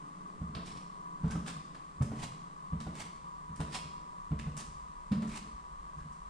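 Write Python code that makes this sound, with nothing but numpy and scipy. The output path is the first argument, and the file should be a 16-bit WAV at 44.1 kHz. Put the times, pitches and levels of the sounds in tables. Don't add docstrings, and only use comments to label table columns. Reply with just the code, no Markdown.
import sys
import numpy as np
from scipy import signal
from scipy.fft import rfft, irfft, next_fast_len
from scipy.io import wavfile

SR = 44100
rng = np.random.default_rng(int(sys.argv[2]) if len(sys.argv) > 2 else 0)


def generate_wav(sig):
    pcm = np.round(np.clip(np.atleast_2d(sig).T, -1, 1) * 32767).astype(np.int16)
    wavfile.write(sys.argv[1], SR, pcm)


N = 277429
TIME = np.arange(N) / SR


def gain_of(db):
    return 10 ** (np.asarray(db) / 20)


def evened(x):
    return x / np.sqrt(np.mean(x ** 2) + 1e-20)


def read(points, hz):
    table_hz, value = np.transpose(points)
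    return np.interp(np.log(hz + 1), np.log(table_hz + 1), value)


def add(mix, s, sound):
    part = mix[..., max(round(s * SR), 0):][..., :sound.shape[-1]]
    part += sound[..., :part.shape[-1]]


def coloured(x, points, tilt_db=0):
    size = next_fast_len(x.shape[-1] + 2048)
    hz = np.fft.rfftfreq(size, 1 / SR)
    gain = gain_of(read(points, hz) + tilt_db * np.log2(hz + 1))
    return irfft(rfft(x, size) * evened(gain), size)[..., :x.shape[-1]]


def paired(x, alike):
    size = next_fast_len(x.shape[-1])
    a, b = rfft(x, size)
    same = np.clip(read(alike, np.fft.rfftfreq(size, 1 / SR)), -1, 1)
    mid = a * np.sqrt((1 + same) / 2)
    side = b * np.sqrt((1 - same) / 2)
    return irfft(np.array([mid + side, mid - side]), size)[:, :x.shape[-1]]


def drift(per_s):
    knots = rng.standard_normal(4096)
    return evened(np.interp(TIME * per_s, np.arange(len(knots)), knots))


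def wandering_tone(hz, waver_hz):
    return np.exp(2j * np.pi * np.cumsum(hz + waver_hz * drift(per_s=30)) / SR)


# frequency in Hz, likeness (1 is identical).
ROOM_ALIKE = [(100, 0.98), (220, 0.99), (450, 0.91), (900, 0.52), (2000, 0.53), (3600, 0.72), (5500, 0.45),
              (9000, 0)]


def grit(count, spread_db):
    grain_sizes = gain_of(spread_db * rng.standard_normal(count // 22 + 1))
    sizes = np.repeat(grain_sizes, 22)[:count]
    return evened(paired(rng.standard_normal((2, count)), ROOM_ALIKE) * sizes)


def ring(modes, scale, contact_s):
    t = np.arange(SR // 2) / SR
    wave = 0
    for hz, db, t60 in modes:
        wave = wave + gain_of(db - 60 * t / t60) * np.sin(2 * np.pi * hz * scale * t)
    wave = wave * (1 - np.exp(-(t / contact_s) ** 2))
    return -wave / abs(wave).max()


# frequency in Hz, time to fall by 60 dB in seconds.
HALLWAY_RING = [(70, 0.11), (160, 0.71), (400, 1), (1000, 0.39), (2500, 0.71), (5000, 0.8), (9000, 0.54),
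                (14000, 0.41)]


def hall(x, gap_s):
    noise = paired(rng.standard_normal((2, SR)), ROOM_ALIKE)
    hz, t, bands = signal.stft(noise, SR, nperseg=512)
    fade = gain_of(-60 * t / read(HALLWAY_RING, hz)[:, None])
    tail = signal.istft(bands * fade, SR, nperseg=512)[1]
    tail = tail * (1 - np.exp(-(TIME[:tail.shape[1]] / gap_s) ** 2))
    return signal.fftconvolve(np.atleast_2d(x), tail / np.linalg.norm(tail[0]), axes=1)[:, :N]


# heel strike in seconds, heel level in dB,
# level in dB as the foot rolls flat, roll from heel to ball in seconds, ball level in dB,
# knock of the ball in dB, pitch of the ball's clack in Hz, board pitch in Hz, give of the joists in dB.
STEPS = [(0.414, -28, -37, 0.15, -34.5, -45.5, 685, 167.3, -2.5),
         (1.241, -19, -34, .11, -23.5, -43, 1280, 160.6, -6),
         (2.012, -15.5, -47, .104, -27.5, -43, 770, 127, -15),
         (2.728, -24.5, -37.5, .137, -30.5, -44, 782, 160.4, -2.5),
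         (3.5, -35, -45, 0.1, -26, -41, 830, 153, -2.5),
         (4.315, -20.5, -33.5, .151, -26, -49, 480, 145.7, -3.5),
         (5.116, -19.5, -27, .105, -31, -44.5, 1010, 192.2, -12),
         (5.968, -39.5, -49, 0.081, -39.5, -72, 695, 149.5, -1.5)]
HEEL_KNOCK_DB, SHIFT_KNOCK_DB = -25.5, -25
FLAT_SHARE = 0.51
FLOOR_HZ = 147.1
SETTLE_S, SETTLE_DB = .335, -15


def footfalls():
    rows = []
    for s, heel_db, flat_db, roll_s, ball_db, ball_knock_db, _, spot_hz, give_db in STEPS:
        settle_s = s + SETTLE_S + rng.uniform(-.02, 0.023)
        heel = s, heel_db, heel_db + HEEL_KNOCK_DB, spot_hz
        flat = s + FLAT_SHARE * roll_s, flat_db, flat_db + SHIFT_KNOCK_DB, FLOOR_HZ
        ball = s + roll_s, ball_db, ball_knock_db, spot_hz
        settle = settle_s, ball_db + SETTLE_DB, ball_knock_db + SETTLE_DB, FLOOR_HZ
        for at, db, knock_db, hz in (heel, flat, ball, settle):
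            rows.append((at, db, db + give_db, knock_db, hz))
    return rows


# multiple of the board pitch, level in dB, time to fall 60 dB in seconds.
BOARDS = [(.8, -3, 0.089), (1.0, 6, 0.076), (1.33, -5, 0.095), (1.6, -5.5, 0.064)]
# frequency in Hz before scaling, level in dB, time to fall 60 dB in seconds.
JOISTS = [(62.8, -12, 0.92), (77.5, 6.5, 0.17), (103.5, 11, 0.11)]
# frequency in Hz, gain in dB.
SOLE = [(20, -27), (35, 1), (50, -4.5), (75, 1), (100, -3), (230, 2), (290, -2), (360, -60), (700, -35)]


def thuds(falls):
    out = np.zeros(N)
    lead_s = .005
    for s, board_db, joist_db, _, hz in falls:
        add(out, s - lead_s, gain_of(board_db - 2.5) * ring(BOARDS, hz, contact_s=0.0068))
        add(out, s - lead_s, gain_of(joist_db) * ring(JOISTS, 0.838, contact_s=0.0066))
    size = next_fast_len(N + 4096)
    hz = np.fft.rfftfreq(size, 1 / SR)
    ceiling = 1 + gain_of(-9.0) * np.exp(-2j * np.pi * hz * 0.01362)
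    out = irfft(rfft(out, size) * ceiling * gain_of(read(SOLE, hz)), size)[:N]
    return out + gain_of(-7.0) * hall(out, gap_s=0.032)


# frequency in Hz, relative level in dB per Hz.
KNOCK_COLOUR = [(150, -10), (280, 8), (450, -4.5), (750, -4), (1100, -7.5), (1400, -19), (1900, -13.5),
                (3500, -24), (8000, -43)]
# frequency in Hz before a random scaling, level in dB,
# time to fall 60 dB in seconds.
SURFACE = [(435, -10, 0.19), (611, 2.5, 0.028), (815, -4.5, 0.034), (1067, -16, .04), (1368, -9.5, 0.098)]


def knocks(falls):
    out = np.zeros((2, N))
    t = TIME[:8192]
    stroke = (1 - np.exp(-t / 0.0039)) * np.exp(-t / 0.02)
    for s, _, _, knock_db, _ in falls:
        add(out, s - .002, gain_of(knock_db + 1.5) * stroke * grit(len(t), spread_db=2.5))
    out = coloured(out, KNOCK_COLOUR)
    for s, _, _, knock_db, _ in falls:
        knock = ring(SURFACE, rng.uniform(0.91, 1.13), contact_s=0.0021)
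        add(out, s - .001, gain_of(knock_db + 1.0) * knock)
    return out + gain_of(-2.0) * hall(out, gap_s=0.0025)


# start in seconds, body level in dB, treble level in dB, before trims.
CLICKS = [(0.549, -38.5, -60), (0.661, -52, -55.5), (1.307, -41, -49.5), (1.464, -40, -61),
          (1.4771, -38, -50), (1.746, -45.5, -66), (2.0214, -46, -51), (2.8024, -42, -55),
          (2.9527, -48, -60), (3.5588, -51, -58), (3.603, -39, -53), (4.3899, -39, -56.5),
          (4.568, -42.5, -46.5), (5.118, -39, -57), (5.221, -45, -58.5), (5.2727, -51, -58.5),
          (5.293, -46, -58), (5.3734, -51, -60), (6.1238, -71, -67)]
# frequency in Hz, relative level in dB per Hz.
CLICK_BODY = [(200, 7), (600, -2.5), (1500, 1.5), (3200, -5.5), (5000, -8), (10000, -45), (15000, -47)]
CLICK_EDGE = [(1500, -8), (3500, -34), (5000, 0.5), (7500, 3.5), (9300, 2), (11000, -16), (15000, -27)]
RESNAP_S, RESNAP_DB = .0065, -1


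def clicks():
    body, edge = np.zeros((2, N)), np.zeros((2, N))
    t = TIME[:4096]
    crack, onset = np.exp(-t / .0025), 1 - np.exp(-t / .0006)
    snap = onset * (crack + gain_of(-4) * np.exp(-t / 0.026))
    snap = snap + gain_of(RESNAP_DB) * np.interp(t - RESNAP_S, t, onset * crack)
    for s, body_db, edge_db in CLICKS:
        add(body, s, gain_of(body_db - 5.5) * snap * grit(len(t), spread_db=7.0))
        add(edge, s, gain_of(edge_db + 1.0) * snap * grit(len(t), spread_db=5.0))
    out = coloured(body, CLICK_BODY) + coloured(edge, CLICK_EDGE)
    return out + gain_of(-1.0) * hall(out, gap_s=0.0017)


# peak in seconds, level in dB, rise in seconds,
# fall in seconds, squeak pitch in Hz, squeak level in dB.
SCUFFS = [(0.682, -51.5, 0.022, 0.087, 5750, -63.5), (1.325, -49, 0.057, .032, 1540, -55),
          (1.487, -44, 0.015, 0.026, 1570, -51), (2.238, -42, 0.035, 0.024, 2140, -62),
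          (3.003, -43.5, 0.025, 0.034, 2320, -56.5), (3.755, -38.5, 0.018, 0.024, 5540, -52),
          (4.598, -45.5, 0.011, .02, 1990, -59), (5.343, -47.5, 0.03, 0.021, 2460, -56),
          (5.373, -46, 0.017, 0.012, 3120, -66), (5.993, -66.5, 0.025, 0.045, 1670, -66)]
SCUFF_TILT_DB, SCUFF_DULLING_DB_PER_S = 2, 58
CLACK_DELAY_S, CLACK_RISE_S, CLACK_FALL_S, CLACK_NOISE_DB, CLACK_PITCH_DB = 0.00405, 0.0039, 0.0077, -19, -5
CLACK_TILT_DB = 1.5


def scuffs_and_clacks():
    rows = []
    for s, db, rise_s, fall_s, hz, squeak_db in SCUFFS:
        tilt_db = SCUFF_TILT_DB - SCUFF_DULLING_DB_PER_S * rise_s
        rows.append((s, db, rise_s, fall_s, tilt_db, hz, squeak_db))
    for s, _, _, roll_s, _, knock_db, hz, _, _ in STEPS:
        rows.append((s + roll_s + CLACK_DELAY_S, knock_db + CLACK_NOISE_DB, CLACK_RISE_S, CLACK_FALL_S,
                     CLACK_TILT_DB, hz, knock_db + CLACK_PITCH_DB))
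    return rows


# frequency in Hz, relative level in dB per Hz.
SCUFF_COLOUR = [(150, 11.5), (450, -8), (900, 4.5), (1500, -2), (2400, 0.5), (3500, -3), (4800, -4.5),
                (6300, -6), (8000, -4), (9500, -8.5), (11000, -23.5), (15000, -33.5)]
CATCH_DB = 2.3


def sole_noises():
    out = np.zeros((2, N))
    t = TIME[:SR // 2] - 1 / 4
    for s, db, rise_s, fall_s, tilt_db, pitch_hz, pitched_db in scuffs_and_clacks():
        swell = np.exp(-abs(t) / np.where(t < 0, rise_s, fall_s))
        uneven = swell * gain_of(CATCH_DB * drift(per_s=150)[:len(t)])
        grains = uneven * grit(len(t), spread_db=1.0)
        cycles = pitch_hz * TIME[:2048]
        chirrup = np.exp(-cycles / 4) * np.sin(2 * np.pi * cycles)
        chirrup = chirrup[None] / np.linalg.norm(chirrup)
        add(out, s + t[0], gain_of(db) * coloured(grains, SCUFF_COLOUR, tilt_db))
        add(out, s + t[0], gain_of(pitched_db) * signal.fftconvolve(grains, chirrup, axes=1))
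    return out + gain_of(-6) * hall(out, gap_s=0.0014)


# time in seconds, level in dB before the gain below.
WHINE = [(0, -73.5), (0.55, -63.5), (0.8, -55.5), (1.15, -53.5), (1.5, -66), (2.7, -59.5), (3.2, -54.5),
         (4.1, -51.5), (4.6, -57.5), (5.2, -55), (6.29, -59)]
# frequency in Hz, relative level in dB per Hz.
MOTOR_RUSH = [(400, -19.5), (750, -51), (920, -16), (1010, 3.5), (1090, 5), (1170, 7), (1265, -5.5),
              (1380, -33), (1700, -18), (2600, -70)]
# frequency in Hz, level in dB.
WHISTLES = [(2002, -74), (6998, -90), (7736, -86)]
WHINE_GAIN_DB, WHINE_HZ, SAG_HZ_PER_S, SAG_HZ_PER_DB = 3.5, 991, 1.2, .5


def motor():
    db = np.interp(TIME, *np.transpose(WHINE)) + WHINE_GAIN_DB
    hz = WHINE_HZ - SAG_HZ_PER_S * TIME - SAG_HZ_PER_DB * (db - db.mean())
    whine = gain_of(db + 2.0 * drift(per_s=20)) * wandering_tone(hz, waver_hz=4.7)
    rush = signal.hilbert(coloured(rng.standard_normal(N), MOTOR_RUSH), next_fast_len(N))[:N]
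    rush = gain_of(-47.5 + 1.15 * drift(per_s=30)) * rush
    whistles = sum(gain_of(db) * wandering_tone(hz, waver_hz=3.94) for hz, db in WHISTLES)
    right = whine * gain_of(0.5) * np.exp(-2.35j) + rush * gain_of(-2.3) * np.exp(-2.75j)
    return np.array([whine + rush + whistles, right + 1j * whistles]).real


# frequency in Hz, relative level in dB per Hz.
AIR_COLOUR = [(25, -5), (55, -18), (78, -10), (105, -27.5), (150, 3), (190, -2), (250, -11), (500, -15.5),
              (900, -11), (1500, -18), (2500, -26.5), (6000, -31.5), (8500, -28), (9700, -36),
              (11000, -47.5), (15000, -64)]
# frequency in Hz, likeness (negative is opposed).
AIR_ALIKE = [(60, 0.97), (180, 0.85), (400, 0.5), (700, -0.38), (1400, 0.11), (2200, 0.3), (3800, 0.37),
             (6000, 0.0018)]
# frequency in Hz, level in dB at the start.
HUM = [(176, -55.5), (296, -64), (414, -69)]
RUMBLE_DB, RUMBLE_FADE_DB_PER_S = 5, 1.47


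def air():
    noise = paired(rng.standard_normal((2, N)), AIR_ALIKE)
    noise = evened(coloured(noise, AIR_COLOUR))
    low = signal.sosfiltfilt(signal.butter(2, 500, fs=SR, output="sos"), noise)
    hiss = noise - low
    rumble = low * gain_of(RUMBLE_DB - RUMBLE_FADE_DB_PER_S * TIME + 1.6 * drift(per_s=9))
    hum = 0
    for hz, db in HUM:
        hum = hum + gain_of(db + 2.5 * drift(per_s=7)) * wandering_tone(hz, waver_hz=5).real
    return gain_of(-56.0) * (hiss + rumble) + hum * gain_of(-2.5 * TIME)


HANDLING_DB, HANDLING_RISE_DB_PER_S = -71.5, 3


def handling():
    band = signal.butter(3, [18, 62], "bandpass", fs=SR, output="sos")
    rumble = evened(signal.sosfilt(band, rng.standard_normal(N)))
    return rumble * gain_of(HANDLING_DB + HANDLING_RISE_DB_PER_S * TIME + 2 * drift(per_s=9.8))


def scene():
    falls = footfalls()
    floor = (thuds(falls) + knocks(falls)) * gain_of([[-.4], [.4]])
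    shoes = (clicks() + sole_noises()) * gain_of([[-1.1], [1.1]])
    return floor + shoes + air() + handling() + motor()


def record(dry):
    low_pass = signal.firwin(511, 15500, window=("kaiser", 9), fs=SR)
    return signal.oaconvolve(dry, low_pass[None], "same")


dry = scene()
out = record(dry)
generate_wav(out)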